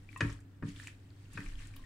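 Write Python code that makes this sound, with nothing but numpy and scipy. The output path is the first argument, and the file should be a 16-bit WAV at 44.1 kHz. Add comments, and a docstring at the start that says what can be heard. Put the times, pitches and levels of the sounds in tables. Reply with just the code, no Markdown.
"""Over a mains hum and a low fan-like drone, a wooden spoon taps a frying pan and stirs saucy pasta.
It is close, in a small kitchen. The sauce squelches, pops and snaps with each stroke, the spoon
knocks the food-damped pan, and the shoved pan thuds on the stove top.
Near the end the spoon drags along the pan's wall and a soft rumble passes."""
import sys
import numpy as np
from scipy import signal
from scipy.fft import rfft, irfft, next_fast_len
from scipy.io import wavfile
from scipy.ndimage import uniform_filter1d

SR = 44100
rng = np.random.default_rng(int(sys.argv[2]) if len(sys.argv) > 2 else 0)


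def digitize_waveform(pressure):
    """Quantize a signal to 16-bit integers and store it at the path in sys.argv[1].

    Rows of a 2-D input are taken as channels; values are limited to [-1, 1].
    """
    field = np.atleast_2d(pressure).T
    bounded = np.clip(field, -1, 1)
    quanta = np.round(bounded * 32767).astype(np.int16)
    wavfile.write(sys.argv[1], SR, quanta)


N = 81585
T = np.arange(N) / SR


def undb(db):
    """Decibels to gain."""
    return 10 ** (np.asarray(db) / 20)


def unit(x):
    """Scale to rms 1."""
    return x / np.sqrt(np.mean(x ** 2))


def curve(rows):
    """Gain over time from (time_s, gain_db) points."""
    return undb(np.interp(T, *np.array(rows).T))


def colour(x, points):
    """Filter by (freq_hz, gain_db) points."""
    hz, db = np.array(points).T
    size = next_fast_len(x.shape[-1] + 1024, True)
    freqs = np.maximum(np.fft.rfftfreq(size, 1 / SR), 1)
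    gain = undb(np.interp(np.log(freqs), np.log(hz), db))
    return irfft(rfft(x, size) * gain, size)[..., :x.shape[-1]]


def butter(x, order, hz, kind="low"):
    """Butterworth filter."""
    return signal.sosfilt(signal.butter(order, hz, kind, fs=SR, output="sos"), x)


def noise(points, shape=N):
    """Coloured noise of rms 1."""
    return unit(colour(rng.standard_normal(shape), points))


def balance(balance_db):
    """Stereo gains; balance_db is left minus right."""
    return undb(np.array([[balance_db], [-balance_db]]) / 2)


def add(out, x, start_s, gain_db, balance_db=0):
    """Mix a mono event into stereo."""
    i = min(max(int(start_s * SR), 0), N - 1)
    out[:, i:i + len(x)] += x[:N - i] * undb(gain_db) * balance(balance_db)


def decay(t, t60_s):
    """Envelope that falls 60 dB in t60_s."""
    return np.exp(-np.log(1000) * t / t60_s)


def ring(modes, weights=None, detune=0.0071):
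    """Decaying sines of a struck body, slightly detuned by the shifting load."""
    t = T[:N // 3]
    body = np.zeros(len(t))
    for k, (hz, db, t60_s) in enumerate(modes):
        gain = undb(db) * (1 if weights is None else weights[k])
        hz *= 1 + detune * rng.standard_normal()
        body += (-1) ** k * gain * np.sin(2 * np.pi * hz * t) * decay(t, t60_s)
    return body


def struck(modes, centre_hz, spread_oct):
    """Ring of peak 1 from a blow that favours the modes around centre_hz."""
    offset_oct = np.log2(np.array(modes)[:, 0] / centre_hz)
    body = ring(modes, np.exp(-.5 * (offset_oct / spread_oct) ** 2))
    return body / np.abs(body).max()


def kitchen(x, wet_db, low_t60_s=0.25, treble_t60_s=0.14, gap_s=0.00073):
    """Add a short diffuse echo, different in each ear; its treble dies first."""
    t = T[:N // 3]
    hiss = rng.standard_normal((2, len(t)))
    low = butter(hiss, 1, 3000)
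    tail = (low * decay(t, low_t60_s) + (hiss - low) * decay(t, treble_t60_s)) * (t > gap_s)
    tail /= np.sqrt(np.sum(tail ** 2, axis=1, keepdims=True))
    return x + undb(wet_db) * signal.fftconvolve(x, tail, axes=1)[:, :N]


def hum(pitch_hz=99.2, rms_db=-55.5):
    """Mains hum: one steady sine."""
    return np.sqrt(2) * undb(rms_db) * np.sin(2 * np.pi * pitch_hz * T)


# Drone spectrum: freq_hz, gain_db
DRONE_SPECTRUM = [(30, -7), (60, 1), (110, 4.5), (160, -2.5), (215, -8.5), (280, 3), (350, -11.5),
                  (500, -22), (750, -36), (1500, -62), (4000, -85)]


def drone(level_db=-57.5, width=0.12):
    """Low fan-like noise, nearly mono."""
    mid, side = noise(DRONE_SPECTRUM), noise(DRONE_SPECTRUM)
    return undb(level_db) * np.array([mid + width * side, mid - width * side])


# Simmer spectrum: freq_hz, gain_db
SIMMER_SPECTRUM = [(200, 17), (700, 11.5), (1200, 8), (1900, 8), (3000, -23.5), (6000, -14), (9500, -39.5),
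                   (12000, -8.5), (15500, -10)]


def simmer(gain_db=-70.5):
    """The sauce simmers: faint, wide, steady noise."""
    shared, left, right = (noise(SIMMER_SPECTRUM) for _ in range(3))
    return undb(gain_db) * (.5 * shared + np.array([left, right]))


# Push of the spoon on the food: time_s, gain_db
STIR_EFFORT = [(0, -70.5), (.07, -72.5), (.13, -65.5), (.195, -64.5), (.23, -55), (.31, -57.5), (.37, -68),
               (.45, -77), (.62, -75.5), (.685, -56), (.74, -63), (.8, -57), (.88, -57.5), (.96, -72),
               (1.04, -72.5), (1.14, -72.5), (1.21, -69), (1.3, -69), (1.335, -59.5), (1.42, -58),
               (1.5, -59), (1.57, -65.5), (1.6, -57.5), (1.66, -60.5), (1.72, -66.5), (1.85, -66.5)]
# Squelch spectrum: freq_hz, gain_db
SQUELCH_SPECTRUM = [(400, -14), (750, -20), (1200, -7), (1900, 0), (2700, -1.5), (4000, -5.5), (6200, -9.5),
                    (8000, -8), (9800, -11.5), (11500, -23), (15500, -26)]
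# Squelch position by frequency: freq_hz, balance_db
SQUELCH_BALANCE = [(500, -3.5), (2200, 1), (4500, 4), (8000, 0.5), (14000, -5.5)]


def squelch(grains_per_s=2200, decay_cycles=5.4, spread_db=2.5, swing_db=15.5, smear_db=1.5, trim_db=-3.5):
    """A crowd of tiny wet grains over a soft smear, as loud as the spoon pushes."""
    smear = noise(SQUELCH_SPECTRUM, (2, N))
    when, pitch, size, side = rng.random((int(grains_per_s * N / SR), 4)).T[..., None]
    hz = 900 + 14000 * pitch ** 1.5
    samples = np.arange(160)
    cycles = samples * hz / SR
    gain = np.sqrt(hz) * undb(-spread_db * np.log(1 - .99 * size))  # many weak, few strong
    grains = gain * np.sin(2 * np.pi * cycles) * np.exp(-cycles / decay_cycles)
    index = ((when * N).astype(int) + samples).ravel()
    side_db = swing_db * (2 * side - 1)
    crowd = np.array([np.bincount(index, (grains * undb(s * side_db)).ravel(), N)[:N] for s in (1, -1)])
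    texture = unit(colour(crowd, SQUELCH_SPECTRUM)) + undb(smear_db) * smear
    stirred = texture * curve(STIR_EFFORT) * undb(trim_db)
    ear_eqs = [[(freq, s * db / 2) for freq, db in SQUELCH_BALANCE] for s in (1, -1)]
    return np.array([colour(ear, eq) for ear, eq in zip(stirred, ear_eqs)])


# Light taps on the rim: start_s, peak_db, centre_hz, spread_oct, balance_db
RIM_TAPS = [(0.09, -49.5, 2264, 0.095, 15), (.161, -35.5, 1400, 1.3, 3.5), (1.793, -57.5, 1120, 0.49, 9),
            (1.8382, -55.5, 1900, 0.19, 6)]
# Rim modes: pitch_hz, gain_db, t60_s
RIM_MODES = [(1030, 3, .035), (1210, -1, 0.034), (1888, -2.5, 0.076), (2357, -7.5, 0.029),
             (2650, -2.5, 0.048)]


def taps():
    """The spoon's handle touches the rim, which rings briefly."""
    out = np.zeros((2, N))
    for start_s, peak_db, centre_hz, spread_oct, balance_db in RIM_TAPS:
        add(out, struck(RIM_MODES, centre_hz, spread_oct), start_s, peak_db, balance_db)
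    return kitchen(out, wet_db=-5.5)


# Sticky films breaking: start_s, relative_db, centre_hz, balance_db
FILM_SNAPS = [(0.12, -59, 9200, -7), (0.176, -45.5, 8360, -6), (0.3, -43.5, 5440, 4), (0.326, -47, 7460, 2),
              (.404, -56.5, 7700, -6.5), (.689, -46, 5960, -2), (.8362, -48, 7240, 1),
              (0.8721, -42, 7600, 4), (1.333, -49, 8450, -8), (1.671, -48, 7600, 9), (1.7647, -45, 3450, 7),
              (1.7624, -46.5, 12000, -7)]


def snaps(decay_s=0.0033, width_oct=0.57, trim_db=-6.5):
    """Films of sauce pull apart in bright bursts of noise."""
    out, t = np.zeros((2, N)), T[:N // 40]
    for start_s, relative_db, centre_hz, balance_db in FILM_SNAPS:
        band_hz = centre_hz * 2 ** (width_oct * np.array([-.5, .5]))
        burst = unit(butter(rng.standard_normal(len(t)), 2, band_hz, "band"))
        add(out, burst * np.exp(-t / decay_s), start_s, relative_db + trim_db, balance_db)
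    return out


# Pockets of sauce opening: start_s, gain_db, pitch_hz, balance_db
SAUCE_POPS = [(.1299, -42, 2040, 4), (.226, -38, 1900, 0), (0.359, -55.5, 1280, 11), (0.39, -51, 1520, 1),
              (0.6903, -55, 2600, 12), (0.7114, -46, 3080, 2), (0.7626, -36.5, 3240, 5),
              (0.7993, -34.5, 1680, -2), (0.8323, -40.5, 1800, -3), (0.849, -50, 2700, 1),
              (0.8719, -28.5, 2400, 0.5), (0.8812, -38.5, 1750, -4), (1.1045, -47, 4170, 4),
              (1.4045, -34.5, 1790, -6), (1.4627, -38, 2120, 10), (1.555, -45.5, 3000, 16),
              (1.592, -45, 2450, 4.5), (1.622, -47, 1940, 11), (1.7392, -44.5, 2310, 12),
              (1.7635, -51, 1060, 2)]


def pops(decay_cycles=2.29, glide=0.047, rise_s=0.00029, spray_db=-11.5):
    """Each small cavity rings for a few cycles, rising as it opens, with a little spray."""
    out, t = np.zeros((2, N)), T[:N // 40]
    attack = 1 - np.exp(-t / rise_s)
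    for start_s, gain_db, pitch_hz, balance_db in SAUCE_POPS:
        age = t * pitch_hz / decay_cycles  # in decay times
        tone = np.sin(2 * np.pi * decay_cycles * age * (1 + glide * age / 2)) * np.exp(-age)
        spray = uniform_filter1d(rng.standard_normal(len(t)) * np.exp(-age), size=3)
        add(out, (tone + undb(spray_db) * spray) * attack, start_s, gain_db, balance_db)
    return out


# Spoon blows on the pan: start_s, gain_db, cutoff_hz, balance_db
SPOON_KNOCKS = [(.2068, -20.5, 4040, 4), (0.2435, -42.5, 1990, -15), (0.2934, -35, 1180, 1.5),
                (0.625, -30, 930, 5), (1.3742, -32, 2680, 4.5)]
# Modes of the filled pan: pitch_hz, gain_db, t60_s
PAN_MODES = [(436.8, -15.5, 0.11), (560.6, -19, 0.2), (942, -13.5, 0.035), (1086, -13, 0.051),
             (1192, -11.5, 0.068), (1332, -6, 0.052), (1625, -0.5, .028), (1742, -0.5, 0.033),
             (1844, 2, 0.031), (2302, -10.5, 0.045), (2476, -5, 0.031), (2560, -6, 0.034),
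             (2872, -14, 0.02), (5620, -14, 0.015)]
# Contact crack spectrum: freq_hz, gain_db
CRACK_SPECTRUM = [(300, 2), (700, -12), (1100, -9.5), (1800, -1.5), (3200, -10), (5500, -9), (9500, -9.5),
                  (12000, -32), (16000, -41)]


def knocks(crack_db=-7.5, crack_decay_s=0.0058, echo_s=0.0064, echo_db=-8.5):
    """Wood meets the pan: a crack and a short ring, duller when food cushions the blow."""
    out = np.zeros((2, N))
    for start_s, gain_db, cutoff_hz, balance_db in SPOON_KNOCKS:
        body = ring(PAN_MODES)
        crack = noise(CRACK_SPECTRUM, len(body)) * np.exp(-T[:len(body)] / crack_decay_s)
        blow = butter(body / np.abs(body).max() + undb(crack_db) * crack, 2, cutoff_hz)
        add(out, blow, start_s, gain_db, balance_db)
        wall_echo = butter(blow, 1, 2500)
        add(out, wall_echo, start_s + echo_s, gain_db + echo_db, 0.81 * balance_db)
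    return kitchen(out, wet_db=-4)


# Pan thuds on its support: start_s, peak_db, centre_hz
PAN_THUDS = [(.209, -30.5, 254), (0.2213, -24, 98), (0.2408, -27.5, 239), (0.256, -30, 66.5),
             (0.291, -41.5, 150), (.312, -35.5, 65), (0.626, -29, 196), (.645, -29, 167),
             (0.676, -34.5, 169), (0.761, -48, 148), (.8, -56, 194), (1.345, -39.5, 167),
             (1.382, -34.5, 188), (1.41, -47, 296), (1.441, -44.5, 282), (1.707, -47, 62.4)]
# Stove top modes: pitch_hz, gain_db, t60_s
STOVE_MODES = [(49, -3, 0.27), (81, -5, 0.09), (112.7, 3, .19), (158.3, 0.5, 0.12), (189.1, -3.5, 0.23),
               (226.7, -5.5, 0.13), (286, -0.5, 0.26), (334.6, -4, 0.14), (400, -9, .14)]


def thuds(rise_s=0.0012):
    """The shoved pan rocks the stove top; slower shoves wake lower modes."""
    out = np.zeros((2, N))
    for start_s, peak_db, centre_hz in PAN_THUDS:
        body = struck(STOVE_MODES, centre_hz, spread_oct=0.63)
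        body *= 1 - np.exp(-T[:len(body)] / rise_s)
        add(out, body / np.abs(body).max(), start_s, peak_db)
    return kitchen(out, wet_db=-24.5)


# Spoon drag along the pan's wall: time_s, gain_db
DRAG_EFFORT = [(1.3, -92), (1.34, -68.5), (1.41, -63.5), (1.5, -69.5), (1.57, -73), (1.61, -62.5),
               (1.7, -77.5), (1.77, -71), (1.85, -88)]


def drag(slips_per_s=600, grit_db=-4, trim_db=-4):
    """Wood sticks and slips on the coating and rubs the pan's modes."""
    slips = rng.standard_normal(N) * (rng.random(N) < slips_per_s / SR)
    body = unit(signal.fftconvolve(slips, ring(PAN_MODES))[:N])
    grit = unit(butter(slips, 2, [800, 1400], "band"))
    scrape = (body + undb(grit_db) * grit) * curve(DRAG_EFFORT) * undb(trim_db)
    return kitchen(scrape * balance(6), wet_db=-1.7)


# Rumble envelope: time_s, level_db
RUMBLE_LEVEL = [(0, -63), (.5, -66.5), (.65, -54), (1, -68), (1.43, -56.5), (1.485, -40.5), (1.58, -35),
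                (1.64, -55), (1.73, -48.5), (1.85, -46.5)]
# Rumble spectrum: freq_hz, gain_db
RUMBLE_SPECTRUM = [(12, -5), (26, 5.5), (38, -13), (52, -10.5), (70, -15.5), (150, -77), (400, -90)]


def rumble():
    """Deep noise, faint until it swells near the end."""
    return noise(RUMBLE_SPECTRUM) * curve(RUMBLE_LEVEL)


def scene():
    """The pan and the kitchen around it."""
    background = hum() + drone() + simmer() + rumble()
    impacts = knocks() + taps() + thuds()
    sauce = kitchen(pops() + snaps(), wet_db=-5) + squelch()
    return background + impacts + sauce + drag()


def record(dry, cutoff_hz=15750):
    """Steep low-pass on the top treble."""
    return signal.sosfilt(signal.ellip(10, .2, 70, cutoff_hz, fs=SR, output="sos"), dry)


dry = scene()
out = record(dry)
digitize_waveform(out)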